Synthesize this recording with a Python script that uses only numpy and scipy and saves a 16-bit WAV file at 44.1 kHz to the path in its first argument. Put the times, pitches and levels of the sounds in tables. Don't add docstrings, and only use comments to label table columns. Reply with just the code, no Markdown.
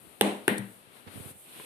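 import sys
import numpy as np
from scipy import signal
from scipy.fft import rfft, irfft, next_fast_len
from scipy.io import wavfile

SR = 44100
rng = np.random.default_rng(int(sys.argv[2]) if len(sys.argv) > 2 else 0)


def wav_out(sig):
    wavfile.write(sys.argv[1], SR, np.round(np.clip(np.atleast_2d(sig).T, -1, 1) * 32767).astype(np.int16))


N = 72765
T = np.arange(N) / SR
BOUNCE_S, STROKE_S, KNOCK_S, GRAB_S = .2118, .4799, .582, 1.5987
CRACK_RISE_S, CRACK_FADE_S = 0.000458, 0.0102
CRACK_LEAD_S = 0.000621
# (pitch [Hz], level [dB])
CRACK_COLOUR = [(150, -18), (500, 12.5), (1500, -6), (3300, -2.5), (4800, -17), (7000, -14.5), (8800, -15),
                (11000, -6), (14000, -27.5), (16000, -43.5)]


def bounce():
    # (pitch [Hz], level [dB], fade time [s])
    table_tones = [(287, -11, 0.018), (442.2, 0.5, 0.0222), (607, -0.5, 0.0075), (803.6, -8, 0.0359),
                   (1060, -9, 0.0068), (1665, -4.5, 0.0107), (2100, -15, 0.0032), (2855, -5, 0.0143),
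                   (3618, 0.5, 0.00553)]
    tabletop = ring(table_tones, BOUNCE_S, db=-9, pan_db=0, lag_s=0.0000946)
    return tabletop + crack(BOUNCE_S - CRACK_LEAD_S, CRACK_COLOUR, CRACK_FADE_S, db=-7)


def stroke():
    # (pitch [Hz], level [dB], fade time [s])
    paddle_tones = [(290.4, -4.5, 0.0095), (386.7, -2, 0.0253), (671, -17, 0.02), (890, -18.5, 0.042),
                    (1509, -3, 0.0134), (1754, -2.5, 0.0089), (2747, -6.5, 0.0079), (3355, -11.5, 0.0061)]
    paddle = ring(paddle_tones, STROKE_S, db=-6.5, pan_db=3.96, lag_s=0.000123)
    return paddle + crack(STROKE_S - CRACK_LEAD_S, CRACK_COLOUR, CRACK_FADE_S, db=-12.5) * pan(db=-1.5)


def ball_clicks():
    # (pitch [Hz], level [dB], fade time [s])
    shell_tones = [(5900, -18, .005), (8450, -9, .005), (8900, -5, .008), (10100, -9, .005),
                   (11400, -10, .004), (13300, -10, .004)]
    click_times = [.2101, .2113, .4793, .4805, .5817, .5843]
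    # (level [dB], left over right [dB], left side's delay [s])
    clicks = [(-13, 1, 0.00083), (-8, -6.5, 0.000093), (-26, -3.5, 0.0024), (-11, 6, 0), (-26, 3, .00002),
              (-27.5, 0.5, 0.0022)]
    return sum(ring(shell_tones, s, *click) for s, click in zip(click_times, clicks))


def double_tick():
    # (time [s], level [dB])
    ticks = [(.5815, -24), (.5840, -25)]
    # (pitch [Hz], level [dB])
    tick_colour = [(200, 13), (1000, 1), (1900, -3.5), (3500, -8.5), (4500, -1), (5300, -16.5), (7000, -16),
                   (8100, 8), (10000, -1), (12000, -6), (14000, -22.5), (15500, -25.5)]
    return sum(crack(s - CRACK_RISE_S, tick_colour, fade_s=0.011, db=db) for s, db in ticks) * pan(db=3.5)


def knock():
    # (pitch [Hz], level [dB], fade time [s])
    knock_tones = [(92.4, -12, 0.098), (114.36, -3, 0.3864), (137.3, 0, 0.176), (195.86, 3, 0.352),
                   (294, -9.5, 0.154)]
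    return ring(knock_tones, KNOCK_S, db=-35, pan_db=7) * swell(KNOCK_S, rise_s=0.0045)


def wall_echo(direct, delay_s=.009):
    delayed = np.array([np.interp(T - delay_s, T, side) for side in direct])
    return from_db(-11.5) * band(delayed + 1e-18, hz=1540, kind="high")


def room():
    # (pitch [Hz], level [dB])
    bounce_colour = [(60, -33.5), (110, -27), (160, -19), (195, -9.5), (245, -6), (420, -6.5), (680, -11),
                     (900, -11), (1300, -21.5), (2000, -19.5), (3000, -20.5), (4000, -25.5), (4900, -39.5),
                     (7000, -39), (8900, -26), (12000, -35.5), (14000, -50.5), (15000, -71)]
    stroke_colour = [(60, -36), (120, -15.5), (195, -8), (260, -6.5), (480, -13.5), (700, -17),
                     (900, -16.5), (1150, -20.5), (1900, -10), (2400, -17.5), (3000, -21), (4000, -27),
                     (4900, -42.5), (7000, -48), (8900, -27.5), (12000, -32), (14000, -41), (15000, -78.5)]
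    return (reverberation(BOUNCE_S, bounce_colour, db=-28, pan_db=1.5, rise_s=0.0043, hold_s=0.0616)
            + boom(BOUNCE_S, db=-23.5, pan_db=2.5)
            + reverberation(STROKE_S, stroke_colour, db=-27.5, pan_db=5, rise_s=0.0012, hold_s=0.0177)
            + boom(STROKE_S, db=-26.5, pan_db=5.5))


def reverberation(s, colour, db, pan_db, rise_s, hold_s):
    # (pitch [Hz], fade time [s])
    room_fades = [(100, 0.534), (300, 0.392), (700, 0.486), (2000, 0.384), (4000, 0.398), (10000, 0.416)]
    spectrum = rfft(noise(colour))
    octave = np.log2(np.clip(np.arange(spectrum.shape[1]) * SR / N, 64, 16384))
    wash = 0
    for k in range(6, 15):
        one_octave = irfft(spectrum * np.maximum(1 - abs(octave - k), 0), N)
        wash += one_octave * fade(age(s + hold_s), at_hz(room_fades, 2. ** k))
    return from_db(db) * pan(pan_db) * swell(s, rise_s) * wash


def boom(s, db, pan_db):
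    # (pitch [Hz], level [dB], fade time [s])
    room_tones = [(115.03, -17, 0.255), (202.06, 4.5, 0.341), (239.9, -9.5, 0.486), (308.6, -7, 0.474),
                  (412, -6.5, 0.439), (497.2, -7, 0.338), (565.5, -33.5, 0.26), (629.8, -9, 0.23),
                  (703.7, -6, 0.103), (1904.5, -22.5, 0.417), (1957, -20, 0.265)]
    return ring(room_tones, s, db, pan_db) * swell(s, rise_s=0.01463)


def cloth_rustle():
    # (time [s], rustle level [dB], hiss level [dB])
    levels = [(0, -67.5, -63), (.11, -64, -63.5), (.17, -68, -65), (.45, -60.5, -62), (.74, -64, -56.5),
              (.89, -62.5, -67), (.97, -56.5, -58), (1.055, -61, -64.5), (1.1, -56, -59),
              (1.14, -52.5, -52), (1.22, -54, -50), (1.309, -54, -47), (1.335, -62.5, -57.5),
              (1.4, -68.5, -52.5), (1.47, -62, -55), (1.57, -54, -50), (1.65, -54, -49)]
    # (time [s], rustle left over right [dB], hiss left over right [dB])
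    places = [(0, 18, 19), (.17, 22.5, 17.5), (.75, 14, 4), (.98, 11.5, 8.5), (1.2, 13.5, 6),
              (1.33, 8.5, 1), (1.65, 11.5, -2)]
    # (pitch [Hz], level [dB])
    rustle_colour = [(60, -13), (150, 0), (380, 0.5), (600, -4), (900, -7), (1300, -5), (1750, -9),
                     (2600, -7.5), (4100, -11.5), (4900, -19), (6500, -27), (9000, -83)]
    hiss_colour = [(2940, -52), (5000, -24.5), (7300, -11.5), (8500, 0), (10100, 1), (13700, -5.5),
                   (14700, -25), (14900, -68.5), (15500, -61.5)]
    rustle_db, hiss_db = over_time(levels)
    rustle_pan, hiss_pan = over_time(places)
    rustle = from_db(rustle_db) * noise(rustle_colour) * pan(rustle_pan)
    hiss = from_db(hiss_db) * noise(hiss_colour) * pan(hiss_pan)
    return rustle + hiss


def hand_rubs():
    # (middle time [s], length [s], level [dB], lowest pitch [Hz], highest pitch [Hz])
    rubs = [(0.054, 0.148, -57.5, 88.4, 430), (1.08, 0.0199, -45.5, 152, 3060),
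            (1.195, 0.141, -53.5, 109, 493), (1.271, 0.133, -57.5, 110, 490),
            (1.609, 0.305, -54, 2180, 3834)]
    # (pitch [Hz], level [dB])
    rub_colour = [(75, 0.5), (5000, -17)]
    sound = 0
    for s, length_s, db, low_hz, high_hz in rubs:
        friction = band(noise(rub_colour), [low_hz, high_hz], "band")
        rise_and_fall = np.exp(-(2 * (T - s) / length_s) ** 2)
        sound += from_db(db) * rise_and_fall * friction / friction.std()
    return sound


def hand_bumps():
    # (time [s], level [dB], left over right [dB])
    bumps = [(0.867, -56, 17), (1.063, -42.5, -13.5), (1.075, -44, 0), (1.152, -47, -28.5),
             (1.171, -45, -26.5), (1.199, -35, -12), (1.253, -41, -17), (1.305, -44.5, -5.5),
             (1.351, -55.5, -22.5)]
    # (pitch [Hz], level [dB], fade time [s])
    bump_tones = [(91.9, -6.5, 0.1416), (133.3, -3.5, 0.0625), (196.1, -5, 0.064), (270.3, -7.5, 0.0567),
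                  (478, -10.5, 0.037)]
    return sum(ring(bump_tones, *bump) for bump in bumps)


def grab():
    # (pitch [Hz], level [dB], fade time [s])
    grab_tones = [(330, -2.5, .03), (620, -8, 0.0115), (1020, -5, 0.0307), (2200, 3.5, .004)]
    return ring(grab_tones, GRAB_S, db=-38.5, pan_db=9)


def background():
    # (pitch [Hz], level [dB])
    background_colour = [(18, -43.5), (30, 2.5), (296, -4), (485, -3), (552, -2.5), (815, -4.5),
                         (3980, -11), (5880, -25.5), (10400, -9), (13900, -21.5), (15000, -72)]
    return from_db(-61) * noise(background_colour)


def ring(tones, s, db, pan_db, lag_s=0):
    t = np.array([age(s + lag_s), age(s)])
    ringing = sum((-1) ** k * from_db(level) * fade(t, fade_s) * np.sin(2 * np.pi * hz * t)
                  for k, (hz, level, fade_s) in enumerate(tones))
    return from_db(db) * pan(pan_db) * ringing


def crack(s, colour, fade_s, db):
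    start_s = s - CRACK_RISE_S
    return from_db(db) * noise(colour) * swell(start_s, CRACK_RISE_S) * fade(age(start_s), fade_s)


def noise(colour):
    # (pitch [Hz], likeness [-1 opposite to 1 same])
    likeness = [(60, -0.062), (250, 0.564), (600, 0.754), (1200, -0.487), (3000, 0.135), (10000, -0.05)]
    size = next_fast_len(N)
    hz = np.maximum(np.arange(size // 2 + 1) * SR / size, 1)
    shared, opposed = rfft(rng.standard_normal((2, size)))
    alike = np.clip(at_hz(likeness, hz), -1, 1)
    spectrum = np.sqrt(1 + alike) * shared + np.sqrt(1 - alike) * opposed * [[1], [-1]]
    x = irfft(from_db(at_hz(colour, hz)) * spectrum, size)[:, :N]
    return x / x.std()


def from_db(db):
    return 10 ** (np.asarray(db) / 20)


def at_hz(points, hz):
    pitches, values = np.transpose(points)
    return np.interp(np.log(hz), np.log(pitches), values)


def over_time(points):
    times, *columns = np.transpose(points)
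    return [np.interp(T, times, column) for column in columns]


def pan(db):
    return from_db(np.array([[1], [-1]]) * db / 2)


def age(s):
    return np.maximum(T - s, 0)


def swell(s, rise_s):
    return 1 - np.exp(-age(s) / rise_s)


def fade(t, fade_s):
    return from_db(-60 * t / fade_s)


def band(x, hz, kind):
    return signal.sosfilt(signal.butter(2, hz, kind, fs=SR, output="sos"), x)


def scene():
    hits = bounce() + stroke() + ball_clicks()
    ball = hits + double_tick() + knock()
    echoes = wall_echo(hits) + room()
    arm = cloth_rustle() + hand_rubs() + hand_bumps() + grab()
    return ball + echoes + arm + background()


def record(dry):
    ceiling, top_hz = .8, 15300
    thinned = band(dry, hz=72.3, kind="high")
    rounded = thinned / (1 + (thinned / ceiling) ** 4) ** .25
    return signal.sosfilt(signal.ellip(10, .2, 80, top_hz, fs=SR, output="sos"), rounded)


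dry = scene()
out = record(dry)
wav_out(out)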